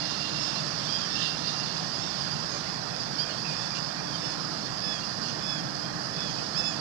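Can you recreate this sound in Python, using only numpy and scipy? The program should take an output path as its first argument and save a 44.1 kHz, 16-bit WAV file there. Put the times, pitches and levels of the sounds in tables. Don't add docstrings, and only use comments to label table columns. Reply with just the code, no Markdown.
import sys
import numpy as np
from scipy import signal
from scipy.io import wavfile
from scipy.ndimage import uniform_filter1d

SR = 44100
rng = np.random.default_rng(int(sys.argv[2]) if len(sys.argv) > 2 else 0)


def to_linear_factor(level_db):
    exponent = np.asarray(level_db, float) / 20
    return 10 ** exponent


def unload_audio(sound):
    columns = np.transpose(np.atleast_2d(sound))
    steps = np.round(np.clip(columns, -1, 1) * 32767)
    wavfile.write(sys.argv[1], SR, steps.astype(np.int16))


N = 300011
FRAME = 2048
HOP = FRAME // 4
BIN_HZ = np.fft.rfftfreq(FRAME, 1 / SR)[:, None]

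# frequency [Hz], level [dB].
HISS_SPECTRUM = [(2600, -67.5), (3100, -68), (3500, -64), (3900, -67.5), (4250, -59), (4700, -53.5),
                 (5000, -52), (5300, -57), (5700, -61.5), (6500, -69.5), (8000, -81), (10000, -94),
                 (12500, -108), (15500, -120)]
# time [s], level [dB].
CHORUS_SWELL = [(0.0, -37), (0.47, -36), (0.62, -36.5), (0.87, -36), (1.06, -36), (1.46, -37), (2.27, -37),
                (2.99, -39), (3.64, -37.5), (4.01, -39.5), (4.18, -37.5), (4.62, -39), (5.34, -38.5),
                (5.93, -40), (6.44, -37), (6.7, -39), (6.8, -38)]
# start [s], length [s], level over the hiss [dB].
RASPS = [
    (.46, 0.2, -8),
    (.86, .15, -10),
    (1.124, 0.21, 0.5),
    (1.43, 0.15, -2.5),
    (2.14, 0.17, -8),
    (3.46, 0.11, -3.5),
    (3.735, 0.074, 0),
    (5.186, 0.17, -4),
    (6.2, 0.17, -10),
    (6.697, 0.079, -5),
]
# frequency [Hz], level [dB].
RASP_TILT = [(2000, 1), (3200, 4), (5000, -3), (7000, -1), (9500, 0), (12000, -6)]
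# start [s], length [s], pitch [Hz], level [dB], low multiples [dB].
DROOPS = [
    (.995, .07, 826, -48, 10),
    (3.29, .055, 735, -39, -1),
    (4.81, .2, 866, -33, -3),
    (5.415, .2, 866, -33.5, -2.5),
    (6.11, .23, 868, -38, -1),
]
# start [s], length [s], pitch [Hz], level [dB],
# low multiples [dB].
SCOOPS = [
    (.865, .13, 824, -29, 0.5),
    (1.99, .14, 918, -36, 2.5),
    (3.18, .068, 830, -26, -2),
]
# start [s], length [s], pitch [Hz], level [dB], low multiples [dB].
HELD = [
    (.385, 0.19, 897, -31, 1),
    (1.07, 0.24, 891, -38.5, 13.5),
    (3.55, 0.18, 884, -36.5, 5.5),
    (4.205, .155, 880, -34, 5.5),
    (6.745, .055, 885, -48, 18),
]
# start [s], length [s], pitch [Hz], level [dB], low multiples [dB].
THIN = [
    (2.49, .13, 810, -44, 0),
]
DROOP_SHAPE = (0, .09, .5)
SCOOP_SHAPE = (.12, .035, .4)
HELD_SHAPE = (-0.0098, 0.013, 0.32)
# multiple of the pitch [1], level [dB], change from start to end [dB].
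DROOP_VOICE = [(2, -9, -12), (3, -11, 4), (4, -0.5, 3), (6, 1.5, -12), (8, -22, 40), (10, -30, 6)]
SCOOP_VOICE = [(3, -19, -14), (4, -8, 4), (5, -24, -22), (6, 0.5, -4), (7, -15, -3), (8, -23, 4)]
HELD_VOICE = [(2, -21, -8), (3, -17.5, 4), (4, -14, 3), (6, 0, -7), (7, -15, 9), (8, -21, 2), (9, -29, 5),
              (10, -29.5, 8)]
THIN_VOICE = [(3, -3, -1), (8, 3, -5)]
CRY_VOICE = [(2, -12, -8), (3, -8, -3), (4, -7, -1.5), (6, 3, -5), (8, -14, 2), (10, -27, -2)]
# time [s], pitch [Hz], level [dB].
CRY = [
    (6.535, 720, -45),
    (6.56, 800, -41),
    (6.582, 888, -31.5),
    (6.615, 868, -36),
    (6.68, 865, -32.5),
    (6.715, 842, -35.5),
    (6.755, 790, -41),
]
# start [s], length [s], start pitch [Hz],
# end pitch [Hz], level [dB].
NOTES = [(.548, .035, 4090, 4130, -30.5), (1.563, .055, 6400, 6330, -47), (1.97, .05, 6350, 6600, -47),
         (2.146, .051, 5330, 5280, -34), (2.35, .035, 2820, 2740, -43), (2.3, .047, 4900, 4750, -31),
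         (2.25, .19, 3590, 3600, -50), (2.656, .03, 2070, 2040, -44), (2.8, .042, 4030, 4090, -42),
         (2.997, .032, 4700, 4640, -31), (3.25, .12, 3240, 3230, -48), (3.428, .14, 2560, 2390, -43),
         (3.44, .035, 2660, 2700, -40), (3.695, .11, 2440, 2360, -46), (3.97, .049, 2350, 2390, -47),
         (4.125, .049, 3220, 3110, -39), (5.015, .034, 2760, 2800, -40.5), (1.46, .055, 4180, 4180, -39),
         (5.23, .051, 4560, 4540, -38), (4.142, .04, 4720, 4600, -34), (4.23, .035, 2930, 2880, -44),
         (1.2, .065, 3680, 3720, -38), (.24, .16, 4170, 4165, -44), (1.46, .06, 3710, 3710, -39)]
# start [s], frequency [Hz], level [dB].
BUZZES = [
    (.74, 9560, -67),
    (1.33, 9350, -64),
    (2.28, 9650, -70),
    (4.78, 9600, -66),
    (6.0, 9340, -62),
]
# time [s], pitch [Hz], effort [dB].
WHINE_PHRASES = [
    [(0.0, 467, -39), (.06, 465, -43), (.2, 462, -47), (.25, 462, -33), (.295, 462, -42), (.36, 462, -38),
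     (.45, 460, -47), (.58, 455, -43), (.63, 455, -50)],
    [(1.12, 458, -50), (1.165, 463, -33), (1.24, 462, -39), (1.32, 463, -41), (1.44, 463, -44),
     (1.495, 465, -36), (1.54, 464, -44), (1.61, 460, -42), (1.75, 461, -50)],
]
# multiple of the pitch [1], level [dB], share of the effort followed [0-1].
WHINE_VOICE = [(6, -39.5, 1.0), (8, -43.5, .4), (9, -40.5, .3)]
# multiple of the pitch [1], level [dB].
FLOCK_VOICE = [(2, -8), (3, 1.5), (4, 3), (6, 10), (7, -7), (8, -20)]
# start [s], level [dB], frequency [Hz], decay by 20 dB [s].
KNOCKS = [
    (1.808, -29, 760, 0.014),
    (1.826, -34, 604, 0.018),
    (1.828, -39, 1800, .03),
]
# time [s], level [dB].
HUM_LEVEL = [(0.0, -46), (.55, -46), (1.2, -55.5), (3.3, -62), (4.15, -45.5), (4.55, -44), (4.75, -54),
             (5.4, -50.5), (5.55, -45), (6.4, -45.5), (6.55, -52), (6.75, -45)]
# frequency [Hz], level [dB].
RUMBLE_SPECTRUM = [(25, -88), (45, -76), (65, -73), (85, -77), (115, -52.5), (155, -49), (250, -57),
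                   (420, -60.5), (680, -57), (950, -59.5), (1050, -57.5), (1850, -60), (2050, -68.5),
                   (2600, -69)]
# frequency [Hz], level [dB].
COVERED_SPECTRUM = [(25, -86), (45, -79), (65, -61.5), (85, -66.5), (115, -58.5), (155, -47), (250, -62),
                    (300, -58.5), (400, -63.5), (500, -74.5), (1000, -76.5), (1850, -87), (2050, -116),
                    (4000, -105)]
# frequency [Hz], width [Hz], level [dB].
BOX_RESONANCES = [(365, 70, -1.5), (646, 74, 9.5), (780, 106, 9), (1053, 27, 16.5), (1260, 35, 14),
                  (1405, 120, 11.5), (1800, 77, 14)]
# frequency [Hz], shared part [0-1].
PORT_LIKENESS = [(25, .4), (50, .72), (110, 1), (180, 0.87), (300, 0.71), (370, 0.13), (530, 0.25),
                 (650, 0.2), (3000, 0.45), (4000, .05)]
# frequency [Hz], level [dB].
SELF_NOISE_SPECTRUM = [(1500, -86), (3900, -86), (4200, -85.5), (6000, -87.5), (8000, -89.5), (10000, -95),
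                       (12500, -99.5), (15500, -104)]


def evened(x):
    return x / np.sqrt(np.mean(x ** 2) + 1e-20)


def at_bins(points):
    f_hz, value = np.transpose(points)
    return np.interp(np.log(BIN_HZ + 1), np.log(f_hz + 1), value)


def curve(rows):
    s, *columns = np.transpose(rows)
    t = np.arange(s[0], s[-1], 1 / SR)
    return s[0], [np.interp(t, s, column) for column in columns]


def add(mix, start_s, event):
    part = mix[round(start_s * SR):][:len(event)]
    part += event[:len(part)]


def spectra(x):
    return signal.stft(x, nperseg=FRAME, noverlap=FRAME - HOP)[2] * np.sqrt(4096 / 1.5)


def waveform(z):
    return signal.istft(z, nperseg=FRAME, noverlap=FRAME - HOP)[1][:N]


def wander(count, rate_hz):
    span = max(int(SR / rate_hz), 2)
    smooth = uniform_filter1d(uniform_filter1d(rng.standard_normal(count), span), span)
    return smooth * np.sqrt(1.5 * span)


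def patches(patchy_db):
    field = rng.standard_normal((FRAME // 2 + 1, N // HOP + 2))
    field = uniform_filter1d(field, size=16, axis=0)
    return patchy_db * evened(uniform_filter1d(field, size=6, axis=1))


def bustle(count):
    t = np.arange(count) * HOP / SR
    swell_db = np.interp(t, *np.transpose(CHORUS_SWELL)) + 38
    level_db = 2.5 + 0.16 * swell_db - 0.46 * t
    return to_linear_factor(level_db * ((BIN_HZ > 1900) & (BIN_HZ < 4100)))


def tone(pitch_hz, fuzz_hz, shimmer_db):
    count = len(pitch_hz)
    unsteady_hz = pitch_hz + fuzz_hz * wander(count, 500)
    phase = 2 * np.pi * (np.cumsum(unsteady_hz) / SR + rng.random())
    return phase, np.sqrt(2) * to_linear_factor(shimmer_db * wander(count, 50))


def voice(pitch_hz, level_db, orders, low_db, flutter_db):
    phase, flutter = tone(pitch_hz, fuzz_hz=4, shimmer_db=.8)
    count = len(phase)
    along = np.linspace(-.5, .5, count)
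    stack = np.zeros(count)
    for k, db, shift_db in orders:
        partial_db = db + shift_db * along + low_db * (k < 5) + flutter_db * wander(count, 60)
        stack += to_linear_factor(partial_db) * np.sin(k * phase)
    return stack * flutter * to_linear_factor(level_db) * signal.windows.tukey(count, .12)


def rasps():
    effort = np.zeros(N)
    for s, length_s, db in RASPS:
        add(effort, s, to_linear_factor(db) * signal.windows.tukey(int(length_s * SR), .7))
    z = spectra(effort * rng.standard_normal(N) * to_linear_factor(1.2 * wander(N, 150)))
    return z * to_linear_factor(at_bins(RASP_TILT) + patches(patchy_db=4.5)[:, :z.shape[1]])


def insects():
    clicks = rng.standard_normal(N) * to_linear_factor(0.57 * wander(N, 220) + 0.29 * wander(N, 35))
    swell = to_linear_factor(np.interp(np.arange(N) / SR, *np.transpose(CHORUS_SWELL)) + 38)
    z = spectra(evened(clicks) * swell)
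    z *= to_linear_factor(patches(patchy_db=1.44)[:, :z.shape[1]]) * bustle(z.shape[1])
    above_rumble = BIN_HZ >= RUMBLE_SPECTRUM[-1][0]
    return waveform((z + rasps()) * to_linear_factor(at_bins(HISS_SPECTRUM)) * above_rumble)


def peeps():
    out = np.zeros(N)
    kinds = [(DROOPS, DROOP_SHAPE, DROOP_VOICE), (SCOOPS, SCOOP_SHAPE, SCOOP_VOICE),
             (HELD, HELD_SHAPE, HELD_VOICE), (THIN, DROOP_SHAPE, THIN_VOICE)]
    scoop_s, droop_power, crest_db = .021, 3.2, -11
    for rows, (scoop, droop, crest), orders in kinds:
        for s, length_s, top_hz, db, low_db in rows:
            t = np.arange(0, length_s, 1 / SR)
            bend = scoop * np.exp(-t / scoop_s) + droop * (t / length_s) ** droop_power
            arch = np.interp(t / length_s, [0, crest, 1], [1, 0, 1])
            level_db = db + crest_db * arch ** 2
            add(out, s, voice(top_hz * (1 - bend), level_db, orders, low_db, flutter_db=1.2))
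    return out


def cry():
    out = np.zeros(N)
    s, (pitch_hz, level_db) = curve(CRY)
    add(out, s, voice(pitch_hz, level_db + 1.0, CRY_VOICE, 0, flutter_db=2.2))
    return out


def notes_and_buzzes():
    out = np.zeros(N)
    whistles = [(*row, 30) for row in NOTES]
    buzzes = [(s, 0.11, f_hz, f_hz, db, 130) for s, f_hz, db in BUZZES]
    for s, length_s, start_hz, end_hz, db, fuzz_hz in whistles + buzzes:
        count = int(length_s * SR)
        phase, flutter = tone(np.linspace(start_hz, end_hz, count), fuzz_hz, shimmer_db=1.2)
        add(out, s, to_linear_factor(db) * flutter * np.sin(phase) * signal.windows.tukey(count, .6))
    return out


def whine():
    out = np.zeros(N)
    for rows in WHINE_PHRASES:
        s, (pitch_hz, effort_db) = curve(rows)
        weakness = np.clip((-33 - effort_db) / 8, 0, 1)
        for k, db, share in WHINE_VOICE:
            phase, flutter = tone(k * pitch_hz, fuzz_hz=30, shimmer_db=1.5)
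            sputter = np.clip(.85 + .4 * weakness * wander(len(phase), 70), .1, 1.2)
            level = to_linear_factor(db + share * (effort_db + 41)) * signal.windows.tukey(len(phase), .08)
            add(out, s, level * flutter * sputter * np.sin(phase))
    return out


def trees(x):
    t = np.arange(SR // 2) / SR
    tail = rng.standard_normal(len(t)) * to_linear_factor(-60 * t / .35) * (t > .008)
    return signal.oaconvolve(x, tail / np.linalg.norm(tail))[:N]


def flock(count=110):
    out = np.zeros(N)
    for when, high, long, size in rng.random((count, 4)):
        arch = np.linspace(-.7, 1, int((0.041 + 0.14 * long) * SR))
        pitch_hz = (800 + 110 * high) * (1 - 0.028 * arch ** 4)
        phase, flutter = tone(pitch_hz, fuzz_hz=5.5, shimmer_db=4.0)
        stack = np.zeros(len(arch))
        for k, db in FLOCK_VOICE:
            stack += to_linear_factor(db + 3 * wander(len(arch), 20)) * np.sin(k * phase)
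        add(out, when * N / SR, to_linear_factor(-63 + 4 * size) * flutter * stack * np.hanning(len(arch)))
    return out + to_linear_factor(-1.5) * trees(out)


def knocks():
    out, t = np.zeros(N), np.arange(SR // 20) / SR
    for s, db, f_hz, t20_s in KNOCKS:
        ring = to_linear_factor(db - 60 * t / t20_s / 3) * np.sin(2 * np.pi * f_hz * t)
        add(out, s, ring * (1 + 0.98 * wander(len(t), 900)))
    return out


def hum():
    phase = 2 * np.pi * np.cumsum(302 + 3.5 * wander(N, 6)) / SR
    level_db = np.interp(np.arange(N) / SR, *np.transpose(HUM_LEVEL)) + 0.62 * wander(N, 12)
    return to_linear_factor(level_db) * np.array([to_linear_factor(-2.0) * np.sin(phase - 1.2), np.sin(phase)])


def rumble():
    near, other = spectra(rng.standard_normal((2, N)))
    frames = near.shape[1]
    same = np.clip(at_bins(PORT_LIKENESS), 0, 1)
    box_db = sum(db * np.exp(-((BIN_HZ - f_hz) / width_hz) ** 2) for f_hz, width_hz, db in BOX_RESONANCES)
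    left = same * near * np.exp(-1.2j) + np.sqrt(1 - same ** 2) * other
    left = left * to_linear_factor(at_bins(COVERED_SPECTRUM) + box_db)
    right = near * to_linear_factor(at_bins(RUMBLE_SPECTRUM) + patches(patchy_db=0.97)[:, :frames])
    right = right * (BIN_HZ < RUMBLE_SPECTRUM[-1][0]) * bustle(frames)
    return np.array([waveform(left), waveform(right)])


def self_noise():
    noise = spectra(rng.standard_normal((3, N)))
    left, right, both = noise * to_linear_factor(at_bins(SELF_NOISE_SPECTRUM)) * (BIN_HZ > 1500)
    return np.array([waveform(0.82 * left + 0.26 * both), waveform(1.19 * right + 0.37 * both)])


def scene():
    calls = peeps() + cry() + notes_and_buzzes() + whine()
    calls = calls + to_linear_factor(-12) * trees(calls)
    cover = signal.butter(6, 3400, fs=SR, output="sos")
    covered = to_linear_factor(-33) * signal.sosfilt(cover, calls) + knocks()
    treble = calls + insects() + flock()
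    return rumble() + self_noise() + hum() + np.array([covered, treble])


def low_pass(x):
    return signal.sosfilt(signal.butter(12, 15720, fs=SR, output="sos"), x)


def record(dry):
    edge = signal.firwin(511, 15800, window=("kaiser", 9), fs=SR)
    mix = signal.oaconvolve(dry, edge[None], "same") - .0004
    return low_pass(mix)


dry = scene()
out = record(dry)
unload_audio(out)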